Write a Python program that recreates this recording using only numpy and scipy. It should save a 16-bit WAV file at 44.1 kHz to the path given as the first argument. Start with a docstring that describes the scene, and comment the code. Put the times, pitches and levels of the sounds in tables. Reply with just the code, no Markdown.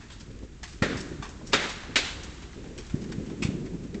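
"""A burning building roars low and swells toward the end, heard across a yard at night.
The flames are fluttering low-pass noise over a deep rumble and a faint sizzle. Timber snaps: each
fracture is a decaying noise burst that excites the damped modes of a board. Three loud bangs break
from the blaze as things give way in the heat; snaps and bangs reverberate off sheds and trees.
Flaring gas sends out single pressure pulses, heard as dull thumps."""
import sys
import numpy as np
from scipy import signal
from scipy.fft import rfft, irfft
from scipy.io import wavfile
from scipy.ndimage import uniform_filter1d

SR = 44100
rng = np.random.default_rng(int(sys.argv[2]) if len(sys.argv) > 2 else 0)


def digitize_waveform(pressure):
    """Quantize a signal to 16-bit integers and store it at the path in sys.argv[1].

    Rows of a 2-D input are taken as channels; values are limited to [-1, 1].
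    """
    field = np.atleast_2d(pressure).T
    bounded = np.clip(field, -1, 1)
    quanta = np.round(bounded * 32767).astype(np.int16)
    wavfile.write(sys.argv[1], SR, quanta)


N = 176400
TIME, HZ = np.arange(N) / SR, np.fft.rfftfreq(8192, 1 / SR)


def amp(db):
    """Amplitude ratio of a level in decibels."""
    return 10 ** (np.asarray(db) / 20)


def unit_rms(x):
    """Normalisation to an rms of 1."""
    return x / np.sqrt(np.mean(x ** 2) + 1e-20)


def curve(points, hz=HZ):
    """Interpolation on a logarithmic frequency axis."""
    f, value = np.transpose(points)
    return np.interp(np.log(hz + 1), np.log(f + 1), value)


def add(mix, start_s, sound):
    """Superposition of a delayed sound on the mix."""
    part = mix[max(round(start_s * SR), 0):][:len(sound)]
    part += sound[:len(part)]


def decay(t, t60):
    """Exponential damping: 60 dB in t60, from t = 0."""
    return np.exp(-np.log(1000) * np.maximum(t, 0) / t60)


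def colour(x, db):
    """Minimum-phase filtering to a given spectrum, conserving the power of white noise."""
    log_gain = np.log(amp(np.maximum(db, db.max() - 90)))
    mirrored = np.concatenate([log_gain, log_gain[-2:0:-1]])
    response = np.exp(np.conj(signal.hilbert(mirrored)))
    taps = np.fft.ifft(response).real[:len(HZ)]
    return signal.oaconvolve(x, taps / np.linalg.norm(taps))[:len(x)]


def wander(hz):
    """Slow random modulation: noise through a Gaussian low-pass of width hz."""
    low_pass = np.exp(-(np.fft.rfftfreq(N, 1 / SR) / hz) ** 2)
    return unit_rms(irfft(rfft(rng.standard_normal(N)) * low_pass, N))


def noise(spectrum):
    """Stationary Gaussian noise with a given spectrum."""
    gain = amp(curve(spectrum, np.fft.rfftfreq(N, 1 / SR)))
    return unit_rms(irfft(rfft(rng.standard_normal(N)) * gain, N))


def impulses(per_s, spread_db, cap_db):
    """A Poisson process: independent impulses with exponentially distributed levels."""
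    sizes = amp(np.minimum(rng.exponential(spread_db, N), cap_db))
    return sizes * (rng.random(N) < per_s / SR)


# Envelope of the roar [t/s, level/dB]
ROAR_ENVELOPE = [(0, -52), (.6, -55.5), (1.0, -52), (1.3, -55.5), (1.8, -49), (2.3, -51.5), (2.5, -49.5),
                 (2.9, -52.5), (3.05, -39), (3.5, -40), (3.85, -38.5), (4, -38)]
# Spectrum of burning gas, shared with the thumps [f/Hz, level/dB]
ROAR_SPECTRUM = [(40, -14.5), (90, -10), (160, 0.5), (280, -3), (400, -5.5), (500, -16), (620, -23),
                 (800, -30.5), (1500, -45.5)]
# Brief flare-ups of the flames [peak t/s, Gaussian width/s, level/dB]
FLAME_SURGES = [(.33, 0.033, -47), (.43, .025, -42.5), (0.929, 0.027, -34), (1.128, 0.023, -40.5),
                (1.429, 0.017, -36.5), (1.506, 0.018, -41.5), (1.909, .025, -45.5), (2.171, 0.029, -40),
                (2.27, 0.033, -43.5), (2.60, 0.026, -40.5), (2.691, 0.034, -47.5), (2.776, 0.036, -38.5),
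                (3.21, 0.021, -37)]
# Spectrum of the flare-ups [f/Hz, level/dB]
SURGE_SPECTRUM = [(40, -11), (100, -0.5), (170, -1.5), (300, -1), (420, -4.5), (540, -10), (640, -23),
                  (850, -38), (1500, -58)]

def flames(puff_db=-7.5, flutter_db=3, flutter_hz=25.2):
    """Combustion noise: a low roar with small puffs and short surges, amplitude-modulated at random."""
    puffs = impulses(per_s=71, spread_db=3, cap_db=9) * rng.choice([-1, 1], N)
    puffs = unit_rms(colour(puffs, curve(ROAR_SPECTRUM)))
    swell = amp(np.interp(TIME, *np.transpose(ROAR_ENVELOPE)))
    roar = swell * (noise(ROAR_SPECTRUM) + amp(puff_db) * puffs)
    surges = sum(amp(db) * np.exp(-.5 * ((TIME - peak_s) / width_s) ** 2)
                 for peak_s, width_s, db in FLAME_SURGES)
    roar += surges * noise(SURGE_SPECTRUM)
    return roar * amp(flutter_db * wander(flutter_hz))


# Spectrum of the fire's rumble [f/Hz, level/dB]
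RUMBLE_SPECTRUM = [(10, -23.5), (25, -6), (40, -0.5), (56, 3), (80, -4.5), (130, -9.5), (300, -27.5),
                   (800, -64)]

def rumble(level_db=-45.5):
    """Stationary low-frequency noise beneath the flames."""
    return amp(level_db) * noise(RUMBLE_SPECTRUM)


# Spectrum of cracking wood, shared with the snaps [f/Hz, level/dB]
CRACK_SPECTRUM = [(200, -19.5), (700, -4), (1400, -2.5), (2500, -2), (4000, -4), (5200, -4.5), (7300, -6),
                  (9000, -9)]
# Envelope of the hiss [t/s, level/dB]
HISS_ENVELOPE = [(0, -53.5), (.3, -53.5), (.55, -55.5), (1.3, -51), (2.5, -51), (3.1, -49), (3.6, -51),
                 (4, -54)]
# Spectrum of the hiss [f/Hz, level/dB]
HISS_SPECTRUM = [(100, 16), (600, -1), (1000, -1.5), (1800, 0.5), (3000, -4), (5000, -7), (7400, -5),
                 (9000, -13.5)]

def sizzle(crackle_db=-62, t60=0.18):
    """Incoherent summation: many small, distant crackles add in power, over a soft hiss."""
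    sizes = impulses(per_s=60, spread_db=4, cap_db=16)
    power = signal.oaconvolve(sizes ** 2, decay(TIME[:SR // 2], t60) ** 2)[:N]
    crackle = np.sqrt(abs(power)) * rng.standard_normal(N)
    crackle = unit_rms(colour(crackle, curve(CRACK_SPECTRUM)))
    hiss = amp(np.interp(TIME, *np.transpose(HISS_ENVELOPE))) * noise(HISS_SPECTRUM)
    return amp(crackle_db) * crackle + hiss


# Reverberation time of the yard [f/Hz, T60/s]
YARD_DECAY = [(100, 3.3), (400, 0.48), (900, 1.53), (2000, 0.87), (4000, 0.97), (7500, 0.98)]

def yard_echo(trees_s=0.11, trees_width_s=0.044, trees_db=5.5, far_db=-4, far_stretch=1.81):
    """Reverberation: frequency-dependent decay, a swell reflected by the trees and a longer far tail."""
    size, rise_s = 2 * SR, 0.017
    hz, t, bands = signal.stft(rng.standard_normal(size), SR, nperseg=256)
    t60 = curve(YARD_DECAY, hz)[:, None]
    fade = np.hypot(decay(t, t60), amp(far_db) * decay(t, far_stretch * t60))
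    trees = amp(trees_db * np.exp(-.5 * ((t - trees_s) / trees_width_s) ** 2))
    tail = signal.istft(bands * fade * trees, SR, nperseg=256)[1][:size]
    return tail * np.minimum(TIME[:size] / rise_s, 1)


def fracture(rise_s, t60, grain_db, echo_db, hold_s=0):
    """A dense run of tiny breaks, comb-filtered by reflections off walls and ground, then reverberated."""
    bounces, bounce_gain, shortest_s, longest_s = 3, 0.25, 0.0008, 0.009
    t = TIME[:SR]
    clumps = unit_rms(uniform_filter1d(rng.standard_normal(SR), size=40))
    splinters = unit_rms(rng.standard_normal(SR) * amp(grain_db * clumps))
    crack = splinters * np.minimum(t / rise_s, 1) * decay(t - rise_s - hold_s, t60)
    crack /= np.sqrt(1 + bounces * bounce_gain ** 2)  # direct sound and bounces share the power
    out = amp(echo_db) * yard_echo()
    add(out, 0, crack)
    for place in rng.random(bounces):
        add(out, shortest_s * (longest_s / shortest_s) ** place, bounce_gain * crack)
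    return out


def timber_response(centre_hz, boost_db, tilt_db, width_octaves=0.26):
    """Frequency response of timber in dB: one broad resonance and a slope per octave above 700 Hz."""
    tilt = tilt_db * np.log2(np.maximum(HZ, 700) / 2000)
    octaves = np.log2((HZ + 1) / centre_hz)
    return tilt + boost_db * np.exp(-.5 * (octaves / width_octaves) ** 2)


# Normal modes of a board [ratio to the ring frequency, level/dB]
WOOD_MODES = [(1.001, 1.5), (1.278, -8.5), (1.56, -19.5), (2.019, -4.5), (3.03, -4.5)]

def board_ring(ring_hz, rise_s, t60):
    """Free vibration of a split board: a sum of damped modes with random phases."""
    t = TIME[:SR // 2]
    modes = sum(amp(db) * np.sin(2 * np.pi * (ratio * ring_hz * t + rng.random()))
                for ratio, db in WOOD_MODES)
    return modes * np.minimum(t / rise_s, 1) * decay(t - rise_s, t60)


# Snapping timber [t/s, level/dB, rise/s, T60/s, ring f/Hz, resonance index, tilt/(dB per octave)]
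TIMBER_SNAPS = [(.003, -51, 0.0033, 0.74, 1700, 7, -2), (0.1, -45.5, 0.0018, 0.16, 3200, 9, -1.5),
                (0.118, -46, 0.0024, 0.3, 3700, 9.5, 1), (.193, -43.5, 0.013, 0.13, 5000, 6, 1),
                (0.388, -52, .002, 0.03, 2500, -4, -1.5), (0.424, -54, .002, .07, 1500, 3, -8),
                (.629, -35, 0.0037, 0.14, 1750, 6.5, -0.7), (.675, -44, 0.0024, 0.68, 6500, 0, 2),
                (.969, -35, 0.002, 0.22, 5000, 6, 3.5), (1.005, -26.5, 0.0021, 0.057, 5500, 4.5, 6),
                (1.223, -37, 0.002, 0.25, 1170, 11.5, -2), (1.289, -44, .004, 0.14, 6500, 6, 2),
                (1.410, -46.5, .003, 0.045, 2200, -6, -12), (1.453, -45, .006, 0.17, 7000, 0.5, 7),
                (1.467, -39, 0.0024, 0.33, 5500, 5, 5.5), (1.520, -35, 0.007, 0.19, 2400, 4, -2.5),
                (1.690, -34, 0.0037, 0.26, 4000, 2, 0), (1.833, -39.5, .002, 0.055, 2000, 10.5, -5),
                (2.231, -37, 0.0042, 0.086, 6200, 6.5, 1.5), (2.248, -34, 0.0026, .05, 6200, 1, 12.5),
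                (2.420, -42.5, .003, 0.12, 1900, -3, -1), (2.530, -50, .002, 0.029, 2000, 16, -5.5),
                (2.639, -50.5, 0.0043, 0.25, 2000, 4.5, -6.5), (2.778, -39, 0.00087, 0.21, 2500, 5.5, 0.5),
                (2.862, -40, .003, 0.063, 6500, 0, 4), (2.897, -45, .002, 0.14, 3000, -0.5, -1.5),
                (3.015, -45, 0.0022, 0.097, 5000, 9.5, 2.5), (3.038, -44.5, .003, 0.054, 4000, -5, -1),
                (3.115, -38, 0.0085, 0.07, 1837, 9.5, -0.8), (3.297, -48, 0.0013, 0.2, 2500, -3.5, -4),
                (3.419, -30, 0.0091, 0.22, 2540, 11, -0.9), (3.66, -46, 0.0023, .08, 2100, 9, -2.5),
                (3.941, -41, 0.0057, 0.043, 1950, 9.5, -1)]

def snaps():
    """Impulsive excitation: a burning board splits and rings, the louder the more resonant it is."""
    out = np.zeros(N)
    for start_s, db, rise_s, t60, ring_hz, resonance, tilt_db in TIMBER_SNAPS:
        spectrum = curve(CRACK_SPECTRUM) + timber_response(ring_hz, resonance / 2, tilt_db)
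        crack = fracture(rise_s, t60, grain_db=3, echo_db=-23.5)
        add(out, start_s, amp(db) * colour(crack, spectrum))
        ring_db = db - 21 + 1.5 * resonance
        add(out, start_s, amp(ring_db) * board_ring(ring_hz, rise_s, 0.55 * t60))
    return out


# Loud reports [t/s, level/dB, rise/s, early T60/s, echo/dB, body f/Hz, body boost/dB,
# tilt/(dB per octave), bass shelf/dB]
LOUD_BANGS = [(0.8213, -20, 0.0027, 0.19, -15.5, 1600, 6.5, 1.33, 18.5),
              (1.5306, -14.5, 0.0034, 0.14, -17, 1526, 1.5, 0, 2.5),
              (1.957, -16, 0.0013, .18, -18.5, 1900, -1.5, 0.93, -4)]
# Spectrum common to the reports [f/Hz, level/dB]
BANG_SPECTRUM = [(60, -15.5), (200, -0.5), (400, 3), (700, -2.5), (1000, -3.5), (1300, -1), (2100, 4),
                 (2550, 0.5), (3000, 0), (3800, -1), (4700, -5.5), (6000, -10), (7200, -10), (9000, -18.5)]

def bangs():
    """Broadband transients: something gives way in the heat and radiates a sharp report."""
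    out = np.zeros(N)
    for start_s, db, rise_s, t60, echo_db, body_hz, boost_db, tilt_db, bass_db in LOUD_BANGS:
        bass_shelf = bass_db / (1 + (HZ / 800) ** 2)
        spectrum = curve(BANG_SPECTRUM) + timber_response(body_hz, boost_db, tilt_db) + bass_shelf
        report = fracture(rise_s, t60, grain_db=0.5, echo_db=echo_db, hold_s=0.002)
        add(out, start_s, amp(db) * colour(report, spectrum))
    return out


# Flaring gas [t/s, peak level/dB, f/Hz]
GAS_THUMPS = [(0.8236, -12, 172), (0.9571, -25, 181), (1.201, -26, 146), (2.564, -33.5, 168),
              (2.9443, -14.5, 164), (3.1848, -19.5, 162), (3.4243, -19.5, 208), (3.4533, -14.5, 135),
              (3.4912, -16, 170), (3.5526, -21.5, 187)]

def thumps(skew=0.13, echo_db=-20.5, echo_t60=1.44, scatter_db=-21.5, scatter_t60=0.037):
    """Each gas flare radiates one pulse (compression, rarefaction, compression) and leaves a low echo."""
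    out = np.zeros(N)
    fade = amp(echo_db) * decay(TIME, echo_t60) + amp(scatter_db) * decay(TIME, scatter_t60)
    for peak_s, db, hz in GAS_THUMPS:
        u = np.pi * hz * (TIME - peak_s)
        pulse = (2 * u ** 2 - 1) * np.exp(-u ** 2) * (1 + skew * u)
        out += amp(db) * pulse
        echo = colour(rng.standard_normal(N) * fade, curve(ROAR_SPECTRUM))
        add(out, peak_s, amp(db) * echo)
    return out


def scene():
    """Linear superposition of all the fire's sources, in mono."""
    return (bangs() + snaps() + thumps() + flames() + rumble() + sizzle())[None]


# Frequency response of the microphone [f/Hz, level/dB]
MIC_RESPONSE = [(20, 0), (7400, -0.5), (7900, -4), (8400, -10.5), (8800, -20.5), (9100, -42.5)]

def record(dry):
    """Low-pass filtering: the microphone's treble roll-off, then a band limit at 9100 Hz."""
    gain = amp(curve(MIC_RESPONSE, np.fft.rfftfreq(2 * N, 1 / SR)))
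    dull = irfft(rfft(dry, 2 * N) * gain, 2 * N)[:, :N]
    band_limit = signal.firwin(511, 9100, window=("kaiser", 9), fs=SR)
    return signal.oaconvolve(dull, band_limit[None], "same")


dry = scene()
out = record(dry)
digitize_waveform(out)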